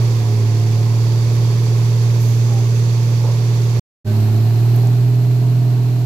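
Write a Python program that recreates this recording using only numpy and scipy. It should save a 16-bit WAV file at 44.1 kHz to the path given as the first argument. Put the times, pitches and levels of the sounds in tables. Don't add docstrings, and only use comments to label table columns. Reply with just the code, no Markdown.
import sys
import numpy as np
from scipy import signal
from scipy.fft import rfft, irfft, next_fast_len
from scipy.io import wavfile

SR = 44100
rng = np.random.default_rng(int(sys.argv[2]) if len(sys.argv) > 2 else 0)


def pcm_store(signal):
    levels = np.round(np.clip(np.atleast_2d(signal), -1, 1) * 32767)
    wavfile.write(sys.argv[1], SR, levels.astype(np.int16).T)


N = 266981
TIME = np.arange(N) / SR

# f/Hz, left minus right/dB
TRUCK_BALANCE = ([(120, -3.5), (450, -3), (720, -6.0), (1120, -9), (1550, 0.3), (2400, -7), (3500, -9),
                 (6200, -8.5), (7600, -6.4), (11500, -9.5), (14500, 1)], [(120, 1), (450, -5.5), (720, -2),
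                 (1120, -7.5), (1550, -2), (2400, -4.5), (3500, -6.5), (6200, -5.5), (7600, -6.5),
                 (11500, -10.5), (14500, -13)])
IDLE_TURNS_PER_S = (39.0, 40.85)


def from_db(db):
    return 10 ** (np.asarray(db) / 20)


def rms_one(x):
    return x / np.sqrt(np.mean(x ** 2) + 1e-20)


def in_time(rows):
    times, *columns = np.transpose(rows)
    return [np.interp(TIME, times, column) for column in columns]


def at_hz(points, hz):
    points = np.array(points)
    return np.interp(np.log(hz), np.log(points[:, 0]), points[:, 1])


def pan(balance_db):
    gains = from_db(np.array([[.5], [-.5]]) * balance_db)
    return gains / np.sqrt(np.mean(gains ** 2, axis=0))


def swell(at_s, width_s):
    return np.exp(-((TIME - at_s) / width_s) ** 2)


def drift(rate_hz):
    step = 40
    pole = np.exp(-2 * np.pi * rate_hz * step / SR)
    noise = rng.standard_normal(N // step + 2002)
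    slow = signal.lfilter([1], [1, -2 * pole, pole * pole], noise)[2000:]
    return np.interp(np.arange(N) / step, np.arange(len(slow)), rms_one(slow))


def resonant_noise(hz, sharpness):
    peak = signal.iirpeak(hz, sharpness, fs=SR)
    return rms_one(signal.lfilter(*peak, signal.lfilter(*peak, rng.standard_normal(N))))


def stereo_noise(spectrum, balance, lead_s=0):
    # f/Hz, likeness (1 = the same)
    likeness = [(130, .99), (290, 0.82), (640, 0.87), (1000, .45), (1500, 0.049), (7000, .02)]
    size = next_fast_len(N)
    hz = np.maximum(np.fft.rfftfreq(size, 1 / SR), 1)
    mid, side = rfft(rng.standard_normal((2, size)))
    alike = at_hz(likeness, hz)
    ears = np.sqrt(1 + alike) * mid + np.sqrt(1 - alike) * side * [[1], [-1]]
    ears[0] *= np.exp(2j * np.pi * hz * lead_s)
    ears *= from_db(at_hz(spectrum, hz)) * pan(at_hz(balance, hz))
    return rms_one(irfft(ears, size)[:, :N])


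def valve_whistles():
    # t/s, half length/s, f/Hz, sharpness, level/dB
    whistles = [(1.25, .6, 4640, 55, -46.5), (2.95, 0.35, 4600, 40, -52), (2.6, 0.69, 6400, 24, -46.5),
                (4.6, .45, 12500, 5, -53.5)]
    out = np.zeros((2, N))
    for at_s, width_s, hz, sharpness, db in whistles:
        ears = np.array([resonant_noise(hz, sharpness) for _ in range(2)])
        out += from_db(db) * swell(at_s, width_s) * ears
    return out * pan(-12.5)


def crane_squeaks():
    # t/s, half length/s, start f/Hz, end f/Hz, level/dB
    squeaks = [(0.236, 0.1, 738, 715, -42.5), (2.552, 0.062, 829, 765, -34.5),
               (4.076, 0.061, 614, 606, -34), (4.09, 0.035, 1560, 1520, -43)]
    out = np.zeros(N)
    for at_s, width_s, start_hz, end_hz, db in squeaks:
        hz = np.interp(TIME, [at_s - width_s, at_s + width_s], [start_hz, end_hz])
        out += from_db(db) * swell(at_s, width_s) * np.sin(2 * np.pi * np.cumsum(hz) / SR)
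    return out * pan(-5.5)


def wreckage_scrapes():
    # t/s, half length/s, low f/Hz, high f/Hz, level/dB
    scrapes = [(3.252, 0.019, 473.6, 865, -29.5), (3.291, 0.022, 535, 955, -30.5),
               (4.83, 0.075, 595, 766, -36)]
    out = np.zeros(N)
    for at_s, width_s, low_hz, high_hz, db in scrapes:
        body = resonant_noise(low_hz, sharpness=4.4) + 0.69 * resonant_noise(high_hz, sharpness=4.0)
        out += from_db(db) * swell(at_s, width_s) * rms_one(body)
    return out * pan(-5.0)


def cloth_rustle(at_s, rise_s, decay_s, level_db):
    # f/Hz, relative level/dB
    spectrum = [(3000, -22.5), (6000, 0), (9000, -8), (12000, 2), (15000, -9), (18000, -17)]
    age = np.maximum(TIME - at_s, 0)
    shape = np.minimum(age / rise_s, 1) * np.exp(-age / decay_s)
    return from_db(level_db) * shape * stereo_noise(spectrum, balance=[(3000, -9), (15000, -17.5)])


def ticks(width_s, sharpness):
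    # t/s, level/dB, f/Hz, left minus right/dB
    clicks = [(4.7626, -28.5, 12600, -15), (4.873, -29, 6900, -7.5)]
    return sum(from_db(db) * swell(at_s, width_s) * resonant_noise(hz, sharpness) * pan(balance_db)
               for at_s, db, hz, balance_db in clicks)


def fan_hiss(spot, flutter_db):
    # f/Hz, relative level/dB
    spectra = ([(760, -30), (1300, -5), (1580, -4.5), (2090, -2.5), (2600, -2.5), (2950, -6.5),
               (3450, -2.5), (4050, -4.5), (4520, 0), (5100, -4), (5800, -2.5), (6500, -4), (7700, -9),
               (8450, -16), (10200, -16.5), (11300, -11), (13000, -14), (14100, -25.5), (15600, -25)],
               [(760, -26), (1300, -1), (1550, -0.5), (2200, -2.5), (2450, 0), (3240, -4), (3800, -3.5),
               (4200, 1), (5060, -5.5), (7600, -8), (9000, -14.5), (10400, -16), (11700, -7.5), (12800, -5),
               (14200, -16), (15600, -26)])
    return stereo_noise(spectra[spot], TRUCK_BALANCE[spot]) * from_db(flutter_db * drift(60))


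def block_clatter(turns, spot, decay_firings, cylinder_db, chance_db):
    # f/Hz, relative level/dB at the first spot, at the second
    spectra = [(14.9, -26, -16), (30.05, -18, -16), (45, -0.5, -1.5), (70, -3.5, -10), (121, 2, 2.5),
               (203, -0.5, -3.5), (270, -6, -5.5), (412, -1.5, -5), (526, -6, -18.5), (676, -10, -7),
               (836, -8.5, -13), (1116, -9, -15.5), (1426, -23.5, -28), (2200, -40, -40)]
    spectrum = np.array(spectra)[:, [0, 1 + spot]]
    block = stereo_noise(spectrum, TRUCK_BALANCE[spot], lead_s=(.00014, .00002)[spot])
    firing, since_firing = np.divmod(3 * turns, 1)
    firing = firing.astype(int)
    cylinders = rng.standard_normal(6)
    strength_db = cylinder_db * rms_one(cylinders - cylinders.mean())[firing % 6]
    strength_db += chance_db * rng.standard_normal(1000)[firing]
    return block * rms_one(from_db(strength_db) * np.exp(-since_firing / decay_firings))


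def panel_lift_db(hz, spot):
    # f/Hz, half width/Hz, boost/dB
    panels = ([(220, 4.2, 4.5), (409, 10, 7), (711.7, 11, 12.5)], [(218.6, 7.8, 12.5), (284, 15, 9.5),
              (336.5, 23, 9.5), (395.4, 17, 13.5), (430.3, 9.9, 11), (700, 16, 7)])
    return sum(lift_db * np.exp(-((hz - centre_hz) / width_hz) ** 2)
               for centre_hz, width_hz, lift_db in panels[spot])


def crank_tones(turns, speed, spot, waver_db, wander_rad):
    # multiple of the crank speed, level/dB at the first spot, at the second
    tones = [(2.016, -46, -51), (2.5, -46.5, -50), (3.5, -42, -40.5), (4.014, -34, -34), (4.52, -48, -46.5),
             (4.99, -50.5, -45.5), (5.55, -50, -57), (6.02, -42.5, -39), (6.53, -52, -61),
             (6.99, -50, -48.5), (7.514, -46, -51), (8.07, -48.5, -52), (9.02, -41, -45.5),
             (10.01, -46, -49.5), (10.515, -49.5, -55.5), (10.99, -44, -50.5), (11.51, -48.5, -64),
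             (11.92, -49, -68), (12.97, -51, -63), (15.07, -48, -50), (17.1, -63.5, -55), (17.95, -58, -57),
             (19, -56, -56.5), (23.06, -54.5, -56.5), (25.8, -58, -66), (28.3, -56, -71)]
    out = np.zeros((2, N))
    for multiple, *level_db in tones:
        phase = 2 * np.pi * (multiple * turns + rng.random()) + wander_rad * drift(3.8)
        gain = from_db(level_db[spot] + panel_lift_db(multiple * speed, spot) + waver_db * drift(2.8))
        balance_db = at_hz(TRUCK_BALANCE[spot], multiple * IDLE_TURNS_PER_S[spot])
        out += np.sqrt(2) * np.sin(phase) * gain * pan(balance_db)
    return out


def exhaust_boom(turns, waver_db):
    firing_tone = np.sqrt(2) * np.sin(2 * np.pi * 3 * turns)
    return firing_tone * from_db(waver_db * drift(9.7)) * pan(-3)


def crank_speed(spot, slowest_after_s):
    # t/s, deepest drop in speed/(turns per s)
    loads = ([(0.02, 2.0), (1.55, 0.25)], [(3.7, 4.95), (5.55, 0.45)])
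    speed = IDLE_TURNS_PER_S[spot]
    for at_s, drop in loads[spot]:
        age = np.maximum(TIME - at_s, 0) / slowest_after_s
        speed -= drop * (age * np.exp(1 - age)) ** 2
    return speed * (1 + 0.00094 * drift(7.8))


def truck(spot):
    # t/s, boom level/dB, clatter level/dB, hiss level/dB
    levels = ([(0.1, -13, -31.5, -36), (0.24, -15, -32.5, -36.5), (0.45, -14, -34, -36.8),
              (0.8, -13.5, -33.5, -37), (1.5, -13.5, -32, -36), (2.3, -13, -33.5, -36),
              (2.9, -13.4, -34.5, -36.5), (3.79, -13.9, -33, -36.5)], [(4.05, -17, -32.5, -40),
              (4.18, -12.5, -30.5, -38), (4.45, -13, -32, -39), (4.78, -11.5, -31.5, -39),
              (5.1, -12, -34, -41), (5.5, -13, -34, -41.5), (6.05, -14.5, -35.5, -41.5)])
    boom_gain, clatter_gain, hiss_gain = from_db(in_time(levels[spot]))
    speed = crank_speed(spot, slowest_after_s=0.43)
    turns = np.cumsum(speed) / SR
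    boom = boom_gain * exhaust_boom(turns, waver_db=0.29)
    tones = crank_tones(turns, speed, spot, waver_db=1.8, wander_rad=0.24)
    clatter = clatter_gain * block_clatter(turns, spot, decay_firings=2.0, cylinder_db=0.5, chance_db=0.6)
    hiss = hiss_gain * fan_hiss(spot, flutter_db=0.46)
    return boom + tones + clatter + hiss


def scene():
    stop_s, fade_out_s, resume_s, fade_in_s = 3.797, 0.0042, 4.045, 0.031
    around = valve_whistles() + crane_squeaks() + wreckage_scrapes()
    around += cloth_rustle(2.19, rise_s=0.026, decay_s=.13, level_db=-38.5)
    around += ticks(width_s=.0009, sharpness=4.0)
    first_fade = np.clip((stop_s - TIME) / fade_out_s, 0, 1)
    second_fade = np.clip((TIME - resume_s) / fade_in_s, 0, 1)
    return (truck(0) + around) * first_fade + (truck(1) + around) * second_fade


def record(dry):
    cutoff_hz = 15750
    return signal.sosfilt(signal.ellip(14, .1, 90, cutoff_hz, fs=SR, output="sos"), dry)


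dry = scene()
out = record(dry)
pcm_store(out)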